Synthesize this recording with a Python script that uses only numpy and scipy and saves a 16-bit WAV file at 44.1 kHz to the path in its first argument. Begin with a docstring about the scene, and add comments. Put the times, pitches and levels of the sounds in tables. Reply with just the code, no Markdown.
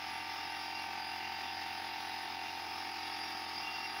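"""A small piston compressor runs steadily in a wooden workshop, feeding a spray gun at a bench.
Each turn of the crank gives a hollow knock, a metallic clatter and a puff of intake air,
about 44 times a second, over a low drone smeared by the room. The gun's turbulent jet hisses
throughout and rings narrow resonances: thin air whistles that flare and fade."""
import sys
import numpy as np
from scipy import signal
from scipy.fft import rfft, irfft
from scipy.io import wavfile
from scipy.ndimage import uniform_filter1d

SR = 44100
rng = np.random.default_rng(int(sys.argv[2]) if len(sys.argv) > 2 else 0)


def dump_mix(stems):
    """Bounce the given channels to the path in sys.argv[1] as a 16-bit WAV at rate SR."""
    frames = np.atleast_2d(stems).T  # one column per channel
    limited = np.clip(frames, -1, 1)  # hard clip at full scale
    pcm = np.round(limited * 32767).astype(np.int16)
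    wavfile.write(sys.argv[1], SR, pcm)


N = 176400

# crank speed: time_s, turns_per_s
CRANK_SPEED = [(0, 43.85), (1.2, 43.855), (1.6, 43.8), (2.2, 43.84), (2.6, 43.835), (2.85, 43.79),
               (3.3, 43.84), (4, 43.85)]
# hollow body of the knock: crank_multiple, relative_db
KNOCK_PARTIALS = [(12, -28), (13, -22.5), (14, -20), (15, -15.5), (16, -9), (17, 1), (18, 4), (19, -4.5),
                  (20, 2), (21, 3.5), (22, -16), (23, -18.5), (24, -21.5)]
# fader ride on the knock: time_s, level_db
KNOCK_FADER = [(0, -47), (.4, -46), (.8, -45), (1.3, -45), (2, -45.5), (2.7, -46.5), (3.3, -46), (4, -46.5)]
# rattle of valves and casing: pitch_hz, level_db per crank multiple
CLATTER_SPECTRUM = [(1080, -72), (1400, -70.5), (1850, -67), (2400, -66), (2900, -68), (3500, -73.5),
                    (4200, -74.5), (5200, -76)]
# casing tones that swell out of the clatter: peak_s, half_length_s, pitch_hz, level_db
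CASING_TONES = [(.15, .25, 2017, -57), (.25, .8, 1184, -58), (.55, .5, 2280, -58.5),
                (1.2, 1.6, 1534, -59.5), (1.3, .6, 1841, -62), (1.4, .5, 2104, -61), (1.7, 1.9, 2411, -62),
                (1.8, .8, 1797, -58), (1.9, .9, 3858, -65), (2.3, .5, 2017, -61), (3.2, .3, 1797, -58),
                (3.2, .25, 2674, -59), (3.25, .2, 3858, -63), (3.25, .3, 1929, -61), (3.4, .9, 1271, -60),
                (3.7, .35, 1140, -59), (3.7, .25, 2017, -57), (3.9, .4, 1227, -60)]
# drone of the crank and valves: crank_multiple, relative_db
HUM_PARTIALS = [(1, -30), (2, -4), (3, -15), (4, -13), (5, -7), (6, -8), (7, 0), (8, -3), (9, -6),
                (10, -14), (11, -15)]
# air drawn into the compressor: frequency_hz, density_db
INTAKE_SPECTRUM = [(25, -118), (48, -114), (66, -92), (150, -97), (300, -85), (420, -90.5), (540, -95),
                   (640, -88.5), (740, -80), (900, -78), (1000, -91), (1500, -103), (4000, -131)]
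# hiss of the gun's jet: frequency_hz, density_db
JET_SPECTRUM = [(300, -115), (900, -93.5), (1120, -82), (1350, -85), (2000, -81.5), (2550, -83),
                (3100, -88.5), (3450, -83.5), (4100, -89), (4600, -86.5), (5000, -83.5), (5350, -88.5),
                (5750, -91.5), (6600, -101), (7700, -113), (8400, -114), (9200, -107), (11000, -106),
                (12800, -105), (13900, -109), (14300, -103), (15200, -99), (16000, -103)]
# the five whistles, lowest first: pitch_hz
WHISTLE_PITCHES = [2759, 4808, 5222, 5497, 10000]
# their voicing, in the same order: width_hz, trim_db, steadiness
WHISTLE_VOICES = [(49.6, 0, 0.4), (110, 0.5, 0.26), (32, -2.5, 0.2), (42.3, -2, 0.45), (260, 3, 0.06)]
# their fader rides, in the same order, ahead of the trim: time_s, level_db
LOW_FADER = [(0.0, -63), (0.31, -50), (0.34, -62), (0.42, -50), (0.46, -64), (0.5, -49), (0.66, -59),
             (0.81, -48), (0.92, -66), (1.1, -64), (1.12, -49), (1.18, -64), (1.24, -49), (1.3, -56),
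             (1.51, -51), (1.55, -58), (1.77, -53), (1.83, -65), (1.96, -49), (1.99, -59), (2.27, -54),
             (2.31, -59), (2.47, -47.5), (2.57, -57), (3.32, -61), (3.42, -65), (3.58, -56), (3.6, -68),
             (3.62, -48), (3.85, -48), (3.9, -56), (4.0, -54)]
MID_FADER = [(0, -65), (.42, -62), (.58, -55), (.65, -51.5), (.79, -51), (.83, -62), (1.05, -51),
             (1.25, -58), (1.36, -51.5), (1.7, -55), (2.35, -62), (2.9, -56.5), (3.25, -49), (3.45, -54),
             (3.54, -56), (3.585, -47), (3.62, -52), (3.7, -59), (3.74, -45), (3.77, -58), (3.88, -50.5),
             (4, -58)]
HIGH_FADER = [(0.0, -68), (0.04, -54.5), (0.17, -62), (0.33, -47.5), (0.36, -53.5), (0.93, -59.5),
              (1.54, -58), (2.38, -60.5), (2.85, -50), (2.9, -59), (3.66, -50), (4.0, -66)]
UPPER_FADER = [(0.0, -62), (0.82, -59), (0.99, -76), (1.87, -61), (1.93, -71), (2.72, -62), (2.75, -53),
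               (2.9, -64), (3.29, -50.5), (3.32, -66), (3.79, -59), (3.82, -50), (3.92, -61), (4.0, -54)]
TOP_FADER = [(0.0, -75), (0.14, -64.5), (0.32, -76), (0.59, -67), (0.71, -72), (0.82, -69.5), (1.01, -77),
             (1.06, -68.5), (1.26, -76.5), (1.88, -68.5), (1.94, -82), (2.04, -66.5), (2.16, -73),
             (2.22, -63), (2.28, -74), (2.92, -69.5), (2.95, -78), (3.05, -68.5), (3.83, -71.5), (4.0, -64)]
# breathy overtone of the nozzle: pitch_hz, width_hz, level_db, steadiness (clipped to 0-1)
NOZZLE_OVERTONE = (5010, 112, -60.5, -9)

DRIFT_HZ = .7  # how fast the compressor's partials wander


def knock(turns):
    """One hollow knock a turn: a sudden attack, then a beating ring until the next."""
    multiples, db = np.transpose(KNOCK_PARTIALS)
    log_gain = np.log(amp(np.interp(abs(np.fft.fftfreq(128, 1 / 128)), multiples, db)))
    # minimum phase packs the energy into the attack
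    lags = np.imag(signal.hilbert(log_gain))[np.round(multiples).astype(int)]
    ring = partials(turns, KNOCK_PARTIALS, lags, drift=.16)
    unevenness = 1 + .045 * wander(10)
    return amp(over_time(KNOCK_FADER)) * ring * unevenness


def clatter(turns, crank_hz):
    """Valves and casing rattle each turn; tones swell and fade as the listener moves through the room."""
    t, out = np.arange(N) / SR, np.zeros(N)
    drift_depth = .6
    for multiple in range(25, 118):
        bed = amp(over_pitch(CLATTER_SPECTRUM, multiple * crank_hz)) / np.sqrt(1 + 2 * drift_depth ** 2)
        # each casing tone snaps to the nearest crank multiple
        swell_power = sum(amp(db) ** 2 * np.exp(-((t - peak_s) / half_s) ** 2)
                          for peak_s, half_s, hz, db in CASING_TONES if round(hz / crank_hz) == multiple)
        strength = np.sqrt(np.maximum(bed ** 2, swell_power))
        phase = 2 * np.pi * ((multiple * turns + rng.random()) % 1)
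        drift = bed * drift_depth
        out += (strength + drift * wander(DRIFT_HZ)) * np.cos(phase)
        out += drift * wander(DRIFT_HZ) * np.sin(phase)
    return np.sqrt(2) * out * stroke(turns, depth=.25)


def hum(turns):
    """The crank's low drone, smeared over the whole turn by the room; its upper part slowly grows."""
    multiples = np.transpose(HUM_PARTIALS)[0]
    smear_rad, lag_turns = 1.22 * multiples ** 2, .098
    drone = amp(-58) * partials(turns - lag_turns, HUM_PARTIALS, smear_rad, drift=.28)
    upper = signal.sosfiltfilt(signal.butter(6, 356, "high", fs=SR, output="sos"), drone)
    return drone + upper * (crescendo(db_per_s=2) - 1)


def intake(turns):
    """Air rushes into the compressor with a soft puff on every turn."""
    return air(INTAKE_SPECTRUM, patchy_db=1) * stroke(turns, depth=.1)


def spray_gun(turns):
    """The jet's fluttering hiss and its whistles, all pulsing a little with the pump."""
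    hiss = air(JET_SPECTRUM, patchy_db=2) * crescendo(db_per_s=.22)
    flutter = amp(.76 * wander(18))
    faders = LOW_FADER, MID_FADER, HIGH_FADER, UPPER_FADER, TOP_FADER
    whistles = sum(amp(over_time(fader)) * whistle(hz, *voice)
                   for fader, hz, voice in zip(faders, WHISTLE_PITCHES, WHISTLE_VOICES))
    return (hiss * flutter + whistles + whistle(*NOZZLE_OVERTONE)) * stroke(turns, depth=.068)


def whistle(pitch_hz, width_hz, db, steadiness):
    """Turbulence rings a narrow resonance; a steady whistle partly holds its own strength."""
    offset_hz = np.fft.fftfreq(N, 1 / SR)
    turbulence = rng.standard_normal(N) + 1j * rng.standard_normal(N)
    ring = unit_rms(np.fft.ifft(turbulence / (1 + (offset_hz / (.6 * width_hz)) ** 2)))
    ring = unit_rms(ring / (abs(ring) + .75) ** np.clip(steadiness, 0, 1))
    return np.sqrt(2) * amp(db) * np.real(ring * np.exp(2j * np.pi * pitch_hz * np.arange(N) / SR))


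def air(spectrum, patchy_db):
    """Turbulent noise of a given colour, with short random patches of strength."""
    hz, _, bands = signal.stft(rng.standard_normal(N), SR, nperseg=1024, noverlap=768)
    patches = uniform_filter1d(rng.standard_normal(bands.shape), size=7, axis=0)
    patches = unit_rms(uniform_filter1d(patches, size=12, axis=1))
    bands = bands * amp(over_pitch(spectrum, hz)[:, None] + patchy_db * patches)
    return np.sqrt(SR / 2) * signal.istft(bands, nperseg=1024, noverlap=768)[1][:N]


def partials(turns, rows, lags, drift):
    """A stack of crank harmonics at rms 1, each with its own phase lag and slow drift."""
    stack = np.zeros(N)
    for (multiple, db), lag in zip(rows, lags):
        wobble = 1 + drift * (wander(DRIFT_HZ) + 1j * wander(DRIFT_HZ)) / 2
        phase = 2 * np.pi * round(multiple) * turns - lag
        stack += amp(db) * np.real(wobble * np.exp(1j * phase))
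    return unit_rms(stack)


def stroke(turns, depth):
    """The pump's tremolo, peaking just after each knock."""
    return 1 + depth * np.cos(2 * np.pi * (turns - .15))


def crescendo(db_per_s):
    """A steady fade up, passing unity gain halfway through."""
    return amp(db_per_s * (np.arange(N) - N / 2) / SR)


def wander(rate_hz):
    """Slow random modulation of rms near 1, up to about the given rate."""
    size = 2048
    hz = np.fft.rfftfreq(size, 2 * N / SR / size)
    slow = irfft(rfft(rng.standard_normal(size)) * np.exp(-.5 * (hz / rate_hz) ** 2))
    return np.interp(np.arange(N) * size / (2 * N), np.arange(size), unit_rms(slow))


def over_time(points):
    """An automation curve of (time_s, value) at every sample."""
    return np.interp(np.arange(N) / SR, *np.transpose(points))


def over_pitch(points, hz):
    """An EQ curve of (frequency_hz, level_db) read on a log axis."""
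    point_hz, db = np.transpose(points)
    return np.interp(np.log(hz + 1), np.log(point_hz + 1), db)


def amp(db):
    """Decibels to gain."""
    return 10 ** (np.asarray(db) / 20)


def unit_rms(x):
    """Scales to rms 1."""
    return x / np.sqrt(np.mean(abs(x) ** 2) + 1e-20)


def scene():
    """Compressor and spray gun in mono, every layer locked to the crank."""
    crank_hz, first_knock_s = over_time(CRANK_SPEED), .0195
    turns = np.cumsum(crank_hz) / SR - first_knock_s * crank_hz[0]
    compressor = intake(turns) + hum(turns) + knock(turns) + clatter(turns, crank_hz.mean())
    return (compressor + spray_gun(turns))[None]


def record(dry):
    """A steep high cut takes the very top off the mix."""
    high_cut = signal.firwin(1023, cutoff=15780, window=("kaiser", 9), fs=SR)
    return signal.oaconvolve(dry, high_cut[None], "same")


dry = scene()
out = record(dry)
dump_mix(out)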